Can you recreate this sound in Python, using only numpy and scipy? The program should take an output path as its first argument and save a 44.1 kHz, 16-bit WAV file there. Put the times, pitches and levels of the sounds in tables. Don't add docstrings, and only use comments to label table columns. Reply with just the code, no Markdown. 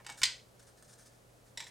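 import sys
import numpy as np
from scipy import signal
from scipy.fft import rfft, irfft
from scipy.io import wavfile

SR = 44100
rng = np.random.default_rng(int(sys.argv[2]) if len(sys.argv) > 2 else 0)


def transcribe(u):
    v = np.clip(np.atleast_2d(u).T, -1, 1)
    q = np.round(v * 32767).astype(np.int16)
    wavfile.write(sys.argv[1], SR, q)


N = 74970

# start_s, level_db, tilt_db_per_octave,
# contact_s
LOOSE_HITS = [(0.0, -23.5, -11, 0.0049), (0.0468, -21, -3.5, .001), (0.0649, -7.5, -2, 0.00017),
              (0.0917, -8.5, -7, 0.00067), (0.098, -10, .5, 0.00096), (0.1225, -18, 8, .001)]
CORNER_HITS = [(0.2168, -1, -0.5, 0.00036)]
TRAY_HITS = [(0.2327, 13, 0, .0002), (0.2359, 12.5, .8, .0005)]
TAP_HITS = [(1.5738, -3, 1.5, 0.00068), (1.6026, -5.5, 0.5, 0.00096), (1.621, -15.5, -3.5, .0015),
            (1.639, -16.5, 6, 0.0037), (1.6665, -17, -2, 0.0022)]
# start_s, length_s, level_db, rise_share
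SCRAPE_STROKES = [(0.171, 0.043, -53, .15), (0.593, 0.015, -57, 0.25), (0.624, 0.014, -62.5, 0.34),
                  (0.663, 0.037, -63.5, 0.36), (0.771, 0.035, -66, .1), (0.824, 0.0077, -56.5, .08),
                  (0.845, 0.017, -65.5, 0.34), (0.874, 0.056, -62.5, 0.37), (0.924, 0.018, -58, 0.69),
                  (0.978, 0.066, -62.5, 0.21), (1.052, 0.031, -59, 0.31), (1.108, 0.064, -72.5, 0.43),
                  (1.457, 0.039, -68.5, 0.25), (1.661, 0.029, -58, .3)]
# pitch_hz, level_db, t60_s
LOOSE_MODES = [(796, -13, 0.098), (915, -9, 0.036), (1690, -3.5, 0.036), (2240, 2, .2), (3060, -5, 0.06),
               (3880, 1, .05), (5560, -6, .05), (6240, -15, .04), (8200, -12, .04), (8900, -13.5, .04),
               (10480, -8.5, .05)]
SCRAPE_MODES = [(1727, -0.5, 0.023), (4660, -34, 0.017), (6020, -8, .06), (8630, 0, 0.044),
                (9720, -5, 0.034)]
CORNER_MODES = [(1017, 0.5, .04), (1632, 3.5, 0.033), (2200, 10, 0.019), (2615, 8, 0.029),
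                (3014, -12, 0.039)]
TRAY_MODES = [(981, -15, .09), (1623, -4, 0.017), (1920, -13, 0.078), (2226, 6, .1), (2227, -1.5, .12),
              (3580, -3, .14), (4000, -8, .09), (4000, -25, 0.086), (4250, 0.5, 0.15), (4748, 8, 0.104),
              (4810, 16, 0.05), (5500, -24, 0.069), (5940, -16, .1), (6688, -9.5, .09)]
TAP_MODES = [(934, 3, 0.03), (1740, -9, 0.045), (2080, -19, 0.024), (2260, -12, 0.0264), (2600, 2, 0.075),
             (2970, 1.5, 0.063), (3760, 4, 0.016), (3993, -5.5, 0.067), (5000, 4.5, 0.032),
             (5614, 8, 0.032), (5470, 2.5, 0.026), (7470, 3.5, 0.11), (8300, -9.5, .03), (10340, -7, 0.034)]
# frequency_hz, gain_db
LOOSE_CRACK = [(200, -20), (550, -12), (850, -10), (1700, 0), (4500, 1), (8000, 2.5), (10000, -10),
               (15500, -22.5)]
CORNER_CRACK = [(200, -13.5), (650, -36), (1000, -9.5), (2400, 1), (3700, -3), (5200, -8), (9000, -16),
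                (11000, -22), (15500, -31)]
TRAY_CRACK = [(200, -33), (700, -34.5), (1000, -13.5), (1300, -18), (1650, -1.5), (2100, 3), (2700, -3),
              (3400, 2.5), (4800, 0.5), (6000, -2), (8000, -5.5), (10500, -14), (12500, -22.5),
              (15500, -31)]
TAP_CRACK = [(200, -26.5), (600, -11), (1400, -9), (1900, 9), (3000, -12), (3900, 11), (4500, -7),
             (7500, -3), (9000, -12.5), (15500, -27)]
# ring_db, click_db, burst_db, burst_t60_s
LOOSE_BLEND = (-5, -12, -1, .017)
CORNER_BLEND = (-3, -20, 0, .017)
TRAY_BLEND = (-7, -13, 0, .016)
TAP_BLEND = (-2, -18, -2, .019)
# frequency_hz, gain_db
SCRAPE_EQ = [(500, -49), (1300, -0.5), (2600, -9.5), (4000, -5), (5400, 0.5), (9500, -3.5), (11500, -15.5),
             (15500, -20)]
# delay_s, level_db
ECHOES = [(.00087, -24), (.00217, -14), (.0027, -7.5), (.0056, -7), (.0065, -27), (.0086, -12.5),
          (.021, -10.5)]
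# frequency_hz, t60_s, level_db
TAIL_BANDS = [(300, .35, 5.5), (1560, .29, 0.5), (4000, 0.3, 0.5), (8000, 0.29, -3), (11000, .21, -6),
              (15000, .17, -5.5)]
# frequency_hz, gain_db
ROOM_TONE_EQ = [(20, -13.5), (45, 6.5), (80, 0.5), (160, 2.5), (330, -3.5), (560, 2), (900, -8),
                (2500, -16.5), (9000, -16.5), (15500, -25.5)]
ROOM_TONE_SIDE_EQ = [(30, -18.5), (120, -10), (300, -1.5), (600, -3), (1500, 2), (8000, -10),
                     (13000, -20.5)]

TIME = np.arange(N) / SR
RING_TIME = np.arange(int(.45 * SR)) / SR
SIDE = np.array([[1], [-1]])


def undb(db):
    return 10 ** (np.asarray(db) / 20)


def unit(x):
    return x / np.sqrt(np.sum(x ** 2) + 1e-18)


def hiss(length=N):
    return rng.standard_normal(length)


def convolve(x, response):
    return signal.fftconvolve(x, response)[:N]


def on_log(hz, points):
    points = np.array(points, float)
    return np.interp(np.log(np.maximum(hz, 1)), np.log(points[:, 0]), points[:, 1])


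def eq(x, points):
    size = 2048 if len(x) < N else 16384
    gain = undb(on_log(np.fft.rfftfreq(size, 1 / SR), points))
    cepstrum = irfft(np.log(gain))
    cepstrum[1:size // 2] *= 2
    cepstrum[size // 2 + 1:] = 0
    return convolve(x, irfft(np.exp(rfft(cepstrum))))[:len(x)]


def fade(t60):
    return np.exp(-np.log(1000) * RING_TIME / t60)


def start_at(x, start_s):
    return np.pad(x, (int(start_s * SR), N))[:N]


def ringing(modes):
    phases = rng.uniform(0, 2 * np.pi, len(modes))
    return unit(sum(undb(db) * unit(np.sin(2 * np.pi * hz * RING_TIME + phase) * fade(t60))
                    for (hz, db, t60), phase in zip(modes, phases)))


def plastic_hits(hits, modes, crack_eq, blend, blunt_s=.001, pivot_hz=3500):
    ring_db, click_db, burst_db, burst_t60 = blend
    ring = undb(ring_db) * ringing(modes)
    track = np.zeros(N)
    for start_s, level_db, tilt_db, contact_s in hits:
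        attack = 1 - np.exp(-(RING_TIME + 1 / SR) / contact_s)
        click = signal.unit_impulse(len(ring)) * undb(click_db) / (1 + (contact_s / blunt_s) ** 2)
        burst = unit(hiss(len(ring)) * attack * fade(burst_t60))
        crack = unit(eq(click + undb(burst_db) * burst, crack_eq))
        tilt = [(pivot_hz / 4, -2 * tilt_db), (pivot_hz * 2, tilt_db)]
        hit = unit(eq(ring * attack + crack, tilt))
        track += undb(level_db) * start_at(hit, start_s)
    return track


def loose_part():
    return plastic_hits(LOOSE_HITS, LOOSE_MODES, LOOSE_CRACK, LOOSE_BLEND)


def scrapes(grain_db=4.5, ring_db=-5.5):
    pressure = np.zeros(N)
    for start_s, length_s, level_db, rise_share in SCRAPE_STROKES:
        corners_s = [start_s, start_s + rise_share * length_s, start_s + length_s]
        pressure += undb(level_db) * np.sqrt(np.interp(TIME, corners_s, [0, 1, 0]))
    grit = unit(hiss() * undb(grain_db * hiss())) * np.sqrt(N)
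    rasp = unit(eq(signal.unit_impulse(len(RING_TIME)), SCRAPE_EQ))
    body = unit(rasp + undb(ring_db) * ringing(SCRAPE_MODES))
    return convolve(pressure * grit, body)


def tray_landing():
    knock = plastic_hits(CORNER_HITS, CORNER_MODES, CORNER_CRACK, CORNER_BLEND)
    clack = plastic_hits(TRAY_HITS, TRAY_MODES, TRAY_CRACK, TRAY_BLEND)
    return knock + clack


def tapped_part():
    return plastic_hits(TAP_HITS, TAP_MODES, TAP_CRACK, TAP_BLEND)


def room_tail(build_s=.0037):
    size, table = len(RING_TIME), np.array(TAIL_BANDS)
    hz = np.fft.rfftfreq(size, 1 / SR)
    bands = np.round(2 * np.log2(np.maximum(hz, 500) / 500))
    spectrum = rfft(hiss(size))
    build = 1 - np.exp(-(RING_TIME / build_s) ** 2)
    tail = np.zeros(size)
    for band in np.unique(bands):
        inside = bands == band
        t60, db = (on_log(hz[inside].mean(), table[:, [0, column]]) for column in (1, 2))
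        tail += undb(db) * irfft(spectrum * inside, size) * unit(fade(t60) * build)
    return tail


def room(x, tail_db=-3, width_db=-10, pan_db=-.1):
    near = x + sum(undb(db) * start_at(x, delay_s) for delay_s, db in ECHOES)
    mid, side = (undb(tail_db) * convolve(x, room_tail()) for _ in range(2))
    return near * undb(SIDE * pan_db / 2) + mid + undb(width_db) * side * SIDE


def room_tone(level_db=-63.5):
    mid, side = (undb(level_db) * np.sqrt(N) * unit(eq(hiss(), ROOM_TONE_EQ)) for _ in range(2))
    return mid + eq(side, ROOM_TONE_SIDE_EQ) * SIDE


def mains_hum(pitch_hz=119.1, level_db=-68, waver_db=.6):
    waver = np.interp(TIME, np.linspace(0, TIME[-1], 16), hiss(16))
    return np.sqrt(2) * undb(level_db - waver_db * waver) * np.sin(2 * np.pi * pitch_hz * TIME)


def scene(hits_db=-11):
    hits = loose_part() + tray_landing() + tapped_part()
    return room(undb(hits_db) * hits + scrapes()) + room_tone() + mains_hum()


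def record(dry):
    return signal.sosfilt(signal.ellip(8, .2, 70, 16000, fs=SR, output="sos"), dry)


dry = scene()
out = record(dry)
transcribe(out)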